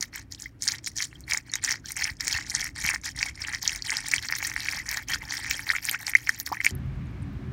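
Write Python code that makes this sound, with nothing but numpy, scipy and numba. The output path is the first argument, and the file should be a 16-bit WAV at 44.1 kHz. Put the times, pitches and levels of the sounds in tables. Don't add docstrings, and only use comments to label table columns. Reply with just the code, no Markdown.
import sys
import numpy as np
from scipy import signal
from scipy.fft import rfft, irfft, next_fast_len
from scipy.io import wavfile
from numba import njit

SR = 44100
rng = np.random.default_rng(int(sys.argv[2]) if len(sys.argv) > 2 else 0)


def transcribe(signal):
    frames = np.atleast_2d(signal).T
    limited = np.clip(frames, -1, 1)
    pcm = np.round(limited * 32767).astype(np.int16)
    wavfile.write(sys.argv[1], SR, pcm)


N = 331632
POUR_STOPS_S = 6.711


def from_db(db):
    return 10 ** (np.asarray(db) / 20)


def rms_one(x):
    return x / np.sqrt(np.mean(x ** 2) + 1e-20)


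def in_time(rows):
    s, *columns = np.transpose(rows)
    t = np.arange(N) / SR
    return [np.interp(t, s, column) for column in columns]


def at_hz(points, hz):
    point_hz, point_db = np.transpose(points)
    return np.interp(np.log(hz), np.log(point_hz), point_db)


def drift(rate_hz):
    step = 40
    r = np.exp(-2 * np.pi * rate_hz * step / SR)
    noise = rng.standard_normal(N // step + 2002)
    slow = signal.lfilter([1], [1, -2 * r, r * r], noise)[2000:]
    return np.interp(np.arange(N) / step, np.arange(len(slow)), rms_one(slow))


def resonance(x, hz, width_hz):
    r = np.exp(-np.pi * width_hz / SR)
    top = np.array([1, 0, -1]) * (1 - r * r) / 2
    return signal.lfilter(top, [1, -2 * r * np.cos(2 * np.pi * hz / SR), r * r], x)


def twice_resonant(x, hz, width_hz):
    return rms_one(resonance(resonance(x, hz, width_hz), hz, width_hz))


def coloured_noise(spectrum):
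    size = next_fast_len(N)
    hz = np.maximum(np.arange(size // 2 + 1) * SR / size, 1)
    white = rfft(rng.standard_normal(size))
    return rms_one(irfft(white * from_db(at_hz(spectrum, hz)), size)[:N])


@njit
def bubbles(size, rate, at_s, height, hz, swell_s, t60, rise):
    out = np.zeros(size)
    for k in range(len(at_s)):
        start = int(at_s[k] * rate)
        phase = 0.
        pitch = hz[k] / rate
        swell = max(swell_s[k] * rate, 1.)
        fade = t60[k] * rate
        for i in range(min(int(swell + fade), size - start)):
            if i < swell:
                shape = np.sin(np.pi / 2 * i / swell) ** 2
            else:
                shape = 10 ** (-3 * (i - swell) / fade)
            out[start + i] += height[k] * shape * np.sin(2 * np.pi * phase)
            phase += pitch
            pitch = min(pitch * (1 + rise * pitch), .45)
    return out


# start in seconds, rise in seconds, fall in seconds, then the crest levels
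# in dB, before the funnel, of gurgle in the neck, spatter on the cone and fine spray.
GUSH_TABLE = [(0.005, 0.013, 0.027, -41.5, -38.5, -47), (0.132, 0.036, 0.03, -39.5, -39.5, -55),
              (0.31, 0.015, 0.028, -54, -47.5, -56), (0.39, 0.045, 0.029, -50.5, -44, -50),
              (0.612, 0.029, 0.037, -48.5, -33, -48), (0.658, 0.019, 0.074, -35, -31.5, -45.5),
              (0.84, 0.032, 0.012, -54, -34, -49), (0.964, 0.047, 0.04, -39.5, -30, -46),
              (1.1, 0.062, 0.079, -63, -59.5, -71), (1.282, 0.078, 0.02, -32, -35.5, -45.5),
              (1.458, 0.053, 0.024, -52, -54.5, -69), (1.53, 0.025, 0.021, -37.5, -43, -59),
              (1.632, 0.021, 0.051, -33, -29.5, -49), (1.679, 0.026, 0.047, -34, -35, -50),
              (1.852, 0.044, 0.026, -43.5, -36, -46.5), (1.962, 0.054, 0.085, -34, -35, -46.5),
              (2.202, 0.097, 0.053, -36.5, -31.5, -50), (2.309, 0.014, 0.089, -34, -36, -54),
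              (2.41, 0.02, 0.012, -39, -42, -64), (2.46, 0.11, 0.08, -38.5, -35.5, -56),
              (2.579, 0.032, 0.058, -32, -33.5, -46), (2.762, 0.068, 0.04, -37, -33.5, -54),
              (2.828, 0.029, 0.092, -28.5, -30, -44), (3.039, 0.026, 0.021, -33, -29.5, -47),
              (3.162, 0.07, 0.059, -34.5, -34, -53.5), (3.345, 0.015, 0.008, -51.5, -49, -75),
              (3.379, 0.041, 0.065, -38, -39.5, -58), (3.47, 0.065, 0.038, -35, -38, -55),
              (3.625, 0.071, 0.037, -36.5, -31.5, -47), (3.73, 0.032, 0.026, -37, -37.5, -61),
              (3.82, 0.009, 0.011, -56, -58, -57), (3.85, 0.085, 0.082, -33.5, -34, -53),
              (4.042, 0.044, 0.015, -35.5, -32, -52), (4.11, 0.026, 0.061, -34.5, -31.5, -49),
              (4.21, 0.031, 0.028, -39, -34.5, -49), (4.28, 0.069, 0.063, -41, -39, -45),
              (4.398, 0.028, 0.11, -35.5, -35.5, -46.5), (4.561, 0.019, 0.12, -37.5, -34.5, -49),
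              (4.67, 0.037, 0.11, -35, -37.5, -47.5), (4.81, 0.011, 0.024, -41, -42.5, -53),
              (4.858, 0.08, 0.074, -33, -36.5, -44), (5.087, 0.019, 0.055, -32.5, -33, -39),
              (5.2, 0.049, 0.031, -39.5, -47, -54), (5.278, 0.036, 0.13, -36.5, -38, -51),
              (5.439, 0.07, 0.059, -34, -34.5, -53), (5.57, 0.019, 0.076, -40.5, -44.5, -45.5),
              (5.659, 0.083, 0.043, -35, -36, -44.5), (5.82, 0.08, 0.029, -38.5, -38, -39.5),
              (5.878, 0.018, 0.053, -32, -37, -51), (5.991, 0.036, 0.021, -36, -47, -49),
              (6.059, 0.015, 0.038, -36, -34.5, -40), (6.14, 0.037, 0.1, -47, -45.5, -50),
              (6.259, 0.024, 0.093, -42, -44.5, -55), (6.389, 0.015, 0.014, -44, -45, -38),
              (6.458, 0.015, 0.01, -40, -35.5, -39), (6.51, 0.032, 0.03, -38, -47, -52),
              (6.602, 0.0089, 0.0083, -42, -43, -47), (6.638, 0.016, 0.048, -37.5, -37, -43)]


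def gushes():
    arch_db = 6.5
    onset_db_per_s, tail_db_per_s = 1506, 500
    t = np.arange(0, N, 40) / SR
    start, rise, fall, *levels_db = np.transpose(GUSH_TABLE)[:, :, None]
    crest = start + rise
    off_crest = np.clip(np.maximum((crest - t) / rise, (t - crest) / fall), 0, 1)
    before_db = onset_db_per_s * np.maximum(start - t, 0)
    after_db = tail_db_per_s * np.maximum(t - crest - fall, 0)
    shape_db = -arch_db * off_crest ** 2 - before_db - after_db - 99 * (t > POUR_STOPS_S)
    return [np.interp(np.arange(N) / SR, t, np.max(db + shape_db, axis=0)) for db in levels_db]


def froth(spectrum, per_s, cycles, spread_db, clumps_db, rise):
    draw = rng.random((24000, 5))
    draw = draw[draw[:, 4] < per_s * N / SR / len(draw)]
    at_s = draw[:, 1] * N / SR
    sample = (draw[:, 1] * N).astype(int)
    lowest_hz, highest_hz = spectrum[0][0], spectrum[-1][0]
    hz = lowest_hz * (highest_hz / lowest_hz) ** draw[:, 0]
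    hz = hz * (1 + .07 * np.tanh(drift(9)))[sample]
    size_db = spread_db * np.minimum(-np.log(draw[:, 2] + 1e-9), 3.5) + clumps_db[sample]
    t60 = cycles * (0.8 + 1.65 * draw[:, 3]) / hz
    return rms_one(bubbles(N, SR, at_s, from_db(size_db + at_hz(spectrum, hz)), hz, 1.51 / hz, t60, rise))


# pitch in Hz, relative level in dB.
GURGLE_SPECTRUM = [(540, -35.5), (680, -21), (850, -18.5), (1250, -29), (1550, -6), (1750, 3), (2070, 11),
                   (2500, -1.5), (3200, -32)]
SPATTER_SPECTRUM = [(3200, -15.5), (4300, -7.5), (5600, -0.5), (6900, -7.5), (8500, -7), (10000, -25)]
SPRAY_SPECTRUM = [(10200, -8), (11500, -9.5), (14000, -8), (16500, -3)]
# frequency in Hz, relative level in dB per Hz.
HISS_SPECTRUM = [(500, -38), (4000, 7), (9000, 0), (16500, -3)]


def stream():
    gurgle_db, spatter_db, spray_db = gushes()
    clumps = drift(74)
    gurgle = froth(GURGLE_SPECTRUM, 1300, cycles=14.7, spread_db=3.5, clumps_db=1.5 * clumps, rise=0.0029)
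    spatter = froth(SPATTER_SPECTRUM, 1500, cycles=16.2, spread_db=5.5, clumps_db=4.3 * clumps, rise=0.016)
    spray = froth(SPRAY_SPECTRUM, 1600, cycles=14, spread_db=8.5, clumps_db=4.3 * clumps, rise=.003)
    droplets = froth([(1600, -4), (3200, 0), (6500, -4)], 90,
                     cycles=50, spread_db=3.5, clumps_db=np.zeros(N), rise=.007)
    gulps = froth([(450, -2), (650, -2.5), (900, -3)], 45,
                  cycles=2.3, spread_db=5.5, clumps_db=1.5 * clumps, rise=.01)
    hiss = from_db(-79) * coloured_noise(HISS_SPECTRUM) * (np.arange(N) < POUR_STOPS_S * SR)
    out = from_db(gurgle_db) * gurgle + from_db(spatter_db) * spatter + from_db(spray_db) * spray
    return out + from_db(gurgle_db - 8) * droplets + from_db(gurgle_db - 23.5) * gulps + hiss


# start in seconds, level in dB before the funnel,
# starting pitch in Hz.
GLUG_TABLE = [(.0246, -22.5, 1960), (.1314, -31.5, 1930), (.687, -19, 1850), (.79, -33, 2220),
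              (.8735, -19, 2120), (1.0039, -13.5, 2110), (1.1286, -31, 2020), (1.287, -39, 1860),
              (1.3095, -19, 2060), (1.3208, -8, 2200), (1.3702, -19.5, 1880), (1.5368, -19.5, 1990),
              (1.5564, -17, 2030), (1.5864, -31, 2160), (1.6414, -20, 1860), (1.6528, -30, 1900),
              (1.7408, -21, 1840), (1.97, -18.5, 2010), (2.0227, -12.5, 2280), (2.0532, -13, 2180),
              (2.077, -16, 2500), (2.2062, -21, 1960), (2.2794, -16, 2100), (2.3868, -18.5, 1800),
              (2.761, -27, 1800), (2.8892, -5.5, 2320), (2.9394, -17.5, 1750), (2.9596, -15, 1920),
              (3.2285, -6, 2290), (3.4488, -17, 2690), (3.484, -18.5, 1840), (3.6938, -13.5, 2600),
              (3.8957, -13.5, 2210), (4.123, -19, 2030), (4.1365, -2, 2170), (4.1816, -13, 3050),
              (4.248, -21.5, 2100), (4.291, -22, 1860), (4.2994, -17.5, 1900), (4.3238, -9.5, 2060),
              (4.3356, -16.5, 1770), (4.3622, -22, 1950), (4.4037, -19, 2020), (4.4268, -14.5, 2170),
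              (4.516, -17.5, 2020), (4.5628, -11, 1960), (4.5775, -19, 1960), (4.654, -20, 2360),
              (4.66, -19, 1970), (4.6854, -8, 2240), (4.7332, -17.5, 1960), (4.9273, -16.5, 2170),
              (4.9717, -18, 1770), (5.1346, -13, 2650), (5.158, -20.5, 1620), (5.231, -36, 850),
              (5.3219, -18.5, 1930), (5.4453, -17, 2020), (5.5111, -9, 2330), (5.5933, -19.5, 1820),
              (5.6913, -18, 1760), (5.7014, -4, 1930), (5.713, -13, 1920), (5.7513, -14, 2030),
              (5.7635, -12.5, 2210), (5.784, -16.5, 2210), (5.8875, -10, 2200), (5.8942, -12, 3030),
              (5.946, -11.5, 2340), (6.0798, -15.5, 2080), (6.085, -36, 805), (6.1352, -13, 2120),
              (6.2721, -14.5, 2280), (6.292, -4, 1825), (6.474, -21, 1870), (6.489, -40, 1160),
              (6.5, -35, 1060), (6.517, -20.5, 763), (6.5225, -21, 920), (6.527, -18, 1050),
              (6.6136, -17, 2130), (6.647, -7.5, 2220), (6.6646, 0.5, 2190), (6.6756, -16, 2330)]


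def glugs():
    s, db, hz = np.transpose(GLUG_TABLE)
    swell_cycles = np.maximum(2.83 + 0.06 * db, .5)
    ring_cycles = 11
    return bubbles(N, SR, s, from_db(db), hz, swell_cycles / hz, ring_cycles / hz, 0.0055)


# start in seconds, level in dB before the funnel,
# pitch in Hz.
SLAP_TABLE = [(1.286, -48, 877), (1.341, -27, 950), (1.639, -41, 856), (1.967, -50, 999), (1.979, -44, 896),
              (2.386, -38, 867), (2.54, -35, 829), (2.878, -35, 790), (2.895, -32, 816),
              (2.938, -26.5, 850), (3.257, -32.5, 820), (3.637, -30.5, 990), (3.929, -29, 937),
              (3.99, -39, 805), (4.298, -34, 869), (4.323, -29, 950), (4.426, -28, 813), (4.501, -37, 907),
              (4.563, -32, 813), (4.734, -34, 826), (4.772, -31, 937), (4.971, -34, 867), (5.093, -33, 988),
              (5.229, -36, 818), (5.307, -32, 875), (5.392, -33, 870), (5.678, -35, 910), (5.691, -36, 864),
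              (6.08, -33, 810), (6.294, -43, 999)]


def slaps():
    s, db, hz = np.transpose(SLAP_TABLE)
    swell_cycles, ring_cycles = 0.69, 5.8
    return bubbles(N, SR, s, from_db(db), hz, swell_cycles / hz, ring_cycles / hz, 0.)


# start in seconds, level in dB before the funnel,
# starting pitch in Hz, level of the crack in dB before the funnel.
DROP_TABLE = [(.0091, -13.5, 6000, -53), (0.026, -10, 5970, -39), (.1588, -15, 6840, -23),
              (0.3223, -19, 6500, -42), (0.3476, -26, 5100, -60), (0.399, -26, 7000, -47),
              (0.4212, -20, 6800, -45), (.622, -12, 6230, -42), (0.6318, -16, 6340, -34),
              (0.6775, -5, 5600, -36), (0.686, -4.5, 5470, -31), (0.72, -12.5, 6200, -30),
              (.784, -27, 5160, -57), (0.862, -16.5, 6300, -49), (.9673, -19, 6440, -44),
              (0.976, -14.5, 6460, -43), (1.0237, -10.5, 6160, -36), (1.2064, -31, 7460, -36),
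              (1.311, -13, 5150, -42), (1.3342, -7.5, 6080, -40), (1.3737, -10.5, 6300, -41),
              (1.5166, -25, 6460, -47), (1.5367, -11, 6030, -52), (1.5547, -11.5, 6340, -22),
              (1.639, -10.5, 7000, -40), (1.6473, -9.5, 5970, -25), (1.7088, -9.5, 6000, -46),
              (1.858, -22, 5630, -58), (1.919, -17.5, 8360, -28), (1.9661, -14, 7060, -38),
              (2.042, -8, 5870, -36), (2.1684, -36, 5730, -65), (2.2073, -12.5, 5500, -27),
              (2.2796, -10, 6040, -19), (2.327, -9.5, 5230, -23), (2.5033, -17, 6540, -31),
              (2.5499, -5, 6150, -40), (2.5625, -16, 4940, -44), (2.5951, -21, 5970, -41),
              (2.609, -15, 5430, -38), (2.615, -17, 5900, -35), (2.6427, -19, 6200, -19),
              (2.6987, -39, 5820, -60), (2.863, -12, 6170, -16), (3.0143, -34, 6500, -57),
              (3.058, -23, 5760, -30), (3.228, -10.5, 5000, -35), (3.5474, -15, 5200, -47),
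              (3.6284, -15.5, 5900, -22), (3.677, -3.5, 5630, -31), (3.76, -18, 5900, -24),
              (3.822, -14.5, 4930, -57), (3.9039, -10.5, 6100, -42), (3.9685, -9, 4920, -24),
              (4.0839, -15, 7740, -20), (4.1144, -12, 6300, -39), (4.286, -14.5, 4660, -47),
              (4.324, -16.5, 5300, -32), (4.449, -12, 4960, -38), (4.6042, -12, 4230, -25),
              (4.69, -17, 5540, -38), (4.8897, -13, 5660, -24), (4.9134, -16, 5500, -16),
              (4.972, -16.5, 5400, -23), (5.3083, -15, 4650, -43), (5.4988, -15, 6950, -25),
              (5.5104, -13, 5400, -12), (5.6913, -13.5, 4130, -26), (5.852, -14, 8040, -21),
              (5.8942, -12.5, 4260, -10), (5.9123, -13, 8000, -15), (6.0674, -11.5, 5470, -43),
              (6.096, -19, 8800, -18), (6.1515, -15.5, 5800, -37), (6.2919, -11.5, 5730, -20.5),
              (6.4, -15.5, 5970, -13.5), (6.4635, -16.5, 4600, -17), (6.5237, -25, 5240, -24),
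              (6.647, -12.5, 6540, -18), (6.6573, -14.5, 8000, -32), (6.665, -15, 5450, -31),
              (6.7073, -24, 6850, -39)]


def drops():
    s, db, hz, crack_db = np.transpose(DROP_TABLE)
    swell, t60 = np.full(len(s), 0.00066), np.full(len(s), 0.0013)
    draw = rng.random((len(s), 3))
    main = bubbles(N, SR, s, from_db(db), hz, swell, t60, 0.012)
    lower_s, lower_hz = s + 0.0012 * draw[:, 1], hz * (0.7 + 0.23 * draw[:, 0])
    lower = bubbles(N, SR, lower_s, from_db(db - 2.0), lower_hz, swell, t60, 0.014)
    upper_s, upper_hz = s + 0.00056 * draw[:, 0], hz * (1.035 + 0.51 * draw[:, 1])
    upper = bubbles(N, SR, upper_s, from_db(db - 9.0), upper_hz, swell, t60, 0.0058)
    crack_hz, crack_t60 = 11000 + 4500 * draw[:, 2], np.full(len(s), 0.0017)
    crack = bubbles(N, SR, s + swell / 2, from_db(crack_db), crack_hz, swell / 2, crack_t60, 0.)
    return main + lower + upper + crack


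# start in seconds, level in dB before the funnel,
# starting pitch in Hz, seconds to fade by 60 dB, share of pitch gained per cycle (negative falls).
PING_TABLE = [(0.377, -43, 3320, 0.022, 0.011), (0.4578, -24.5, 1990, 0.03, 0.0032),
              (0.914, -46, 2050.0, 0.025, -0.0032), (1.112, -45, 2780, 0.022, -0.0016),
              (1.1543, -39, 3330, 0.019, -0.0031), (1.238, -39, 4140, 0.016, 0.0011),
              (1.4953, -33, 4430, 0.023, -0.0016), (1.5366, -15, 3810, 0.0096, 0.00047),
              (1.8425, -41, 1520, 0.077, 0.004), (2.342, -20, 2580.0, 0.024, 0.0049),
              (3.261, -26.5, 2220, 0.068, 0.00012), (3.2862, -29, 1930, 0.047, 0.0095),
              (3.4168, -22.5, 5880, 0.025, -0.0061), (3.547, -22, 1760, 0.025, 0.019),
              (3.6523, -21.5, 4230, 0.023, -0.02), (4.4486, -25, 1845, 0.047, 0.0014),
              (4.712, -24, 5250.0, 0.018, 0.0003), (4.798, -23.5, 1970, 0.054, 0.0017),
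              (5.1335, -24, 3230, 0.031, 0.003), (5.1415, -22, 1680.0, 0.021, -0.019),
              (5.294, -31, 5620, 0.025, 0.0035), (5.5413, -26, 3220, 0.023, 0.0019),
              (5.716, -26, 2720, 0.053, 0.032), (5.734, -27.5, 1260, 0.086, 0.011),
              (5.943, -23, 1370, 0.078, 0.0095), (6.151, 2.5, 1940, .02, 0.011),
              (6.478, -43, 1630, 0.057, -0.012), (6.536, -45, 1240, 0.053, -0.0009),
              (6.5694, -24, 1890, 0.014, 0.0046), (6.6027, -13, 2014, 0.016, .006)]


def pings():
    out = np.zeros(N)
    size = int(.1 * SR)
    swell_s = np.array([.0018])
    for s, db, hz, t60, rise in PING_TABLE:
        start = int(s * SR)
        ping = bubbles(size, SR, np.zeros(1), from_db([db]), np.array([hz]), swell_s, np.array([t60]), rise)
        out[start:start + size] += ping
    return out


# pitch in Hz, width in Hz, gain in dB.
FUNNEL_MODES = [(878, 97, 2.5), (2210, 79, -43), (5580, 300, -4)]


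def funnel(x):
    modes = 0
    for k, (hz, width, db) in enumerate(FUNNEL_MODES):
        modes = modes + from_db(db) * (-1) ** k * resonance(x, hz, width)
    fade = from_db(-60 * np.arange(2600) / SR / 0.039)
    decay = rng.standard_normal(2600) * fade
    echo = signal.fftconvolve(x, decay / np.linalg.norm(decay))[:N]
    return x + modes + from_db(-7.5) * echo


# start in seconds, level in dB, pitch in Hz, seconds to fade by 60 dB.
THUMP_TABLE = [(2.109, -31.5, 60.4, 0.086), (2.345, -29.5, 68.4, 0.08), (2.845, -26, 141, 0.021),
               (3.154, -38, 112, 0.025), (6.515, -34, 300, 0.022)]


def jug():
    s, db, hz, t60 = np.transpose(THUMP_TABLE)
    return bubbles(N, SR, s, from_db(db), hz, .5 / hz, t60, 0.)


# start in seconds, level in dB, starting pitch in Hz.
FOAM_TABLE = [(6.752, -33, 11100), (6.785, -57, 13000), (6.861, -60, 13000), (6.956, -65, 9050),
              (7.06, -57, 8900), (7.07, -55, 6500), (7.111, -63, 12300), (7.222, -48, 9200),
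              (7.229, -47, 8160), (7.331, -60, 14200)]


def foam():
    s, db, hz = np.transpose(FOAM_TABLE)
    swell, t60 = np.full(len(s), .0002), np.full(len(s), 0.011)
    return bubbles(N, SR, s, from_db(db), hz, swell, t60, 0.0029)


# frequency in Hz, relative level in dB per Hz.
POURING_SPECTRUM = [(20, -41), (40, -27.5), (110, 1), (197, -13.5), (290, -7), (420, -24), (900, -31),
                    (1900, -30.5), (6000, -57.5), (16500, -56)]
AFTER_SPECTRUM = [(20, -38), (34, -21), (52, -1), (135, -5.5), (200, -11.5), (280, -20.5), (385, -24.5),
                  (420, -33), (900, -35), (1700, -35), (2600, -42), (6000, -54.5), (10000, -64.5),
                  (16500, -67.5)]
# time in seconds, middle level of the rumble in dB, of the deep lumps in dB.
POURING_LEVELS = [(0, -52.5, -55), (1.9, -52, -52.5), (2.2, -51.5, -51), (2.9, -51, -46.5),
                  (4.1, -52.5, -54), (5.6, -50, -50.5), (5.9, -55, -60.5), (6.7, -50, -51)]
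# pitch in Hz, width of each filter pass in Hz, rms level in dB.
DRONE_HUMPS = [(129.2, 5, -39), (177, 11, -55), (213, 5, -48), (278.6, 7.6, -50.5), (377, 7.7, -57.5)]
# pitch in Hz, width of each filter pass in Hz,
# middle rms level in dB.
MURMUR_BANDS = [(700, 150, -69), (1120, 200, -66), (1700, 200, -68), (2200, 500, -68)]


def rumble():
    after = np.arange(N) >= POUR_STOPS_S * SR
    rumble_db, lumps_db = in_time(POURING_LEVELS)
    white = rng.standard_normal((2, N))
    early = from_db(rumble_db + 1.0 * drift(3.0)) * coloured_noise(POURING_SPECTRUM)
    early = early + from_db(lumps_db + 2.6 * drift(4.8)) * twice_resonant(white[0], 50, 54)
    late = from_db(-35) * coloured_noise(AFTER_SPECTRUM)
    for hz, width, db in DRONE_HUMPS:
        late = late + from_db(db) * twice_resonant(white[0], hz, width)
    for hz, width, db in MURMUR_BANDS:
        late = late + from_db(db + 3.5 * drift(9)) * twice_resonant(white[1], hz, width)
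    return np.where(after, late, early)


def scene():
    in_funnel = stream() + glugs() + slaps() + drops() + pings()
    liquid = from_db(-2.0) * funnel(in_funnel) + foam()
    return (liquid + jug() + rumble())[None]


def record(dry):
    ceiling, cutoff_hz = 0.83, 16900
    dry = signal.sosfilt(signal.butter(3, 34, "high", fs=SR, output="sos"), dry)
    flattened = dry / (1 + np.abs(dry / ceiling) ** 6) ** (1 / 6)
    return signal.sosfilt(signal.cheby2(12, 60, cutoff_hz, fs=SR, output="sos"), flattened)


dry = scene()
out = record(dry)
transcribe(out)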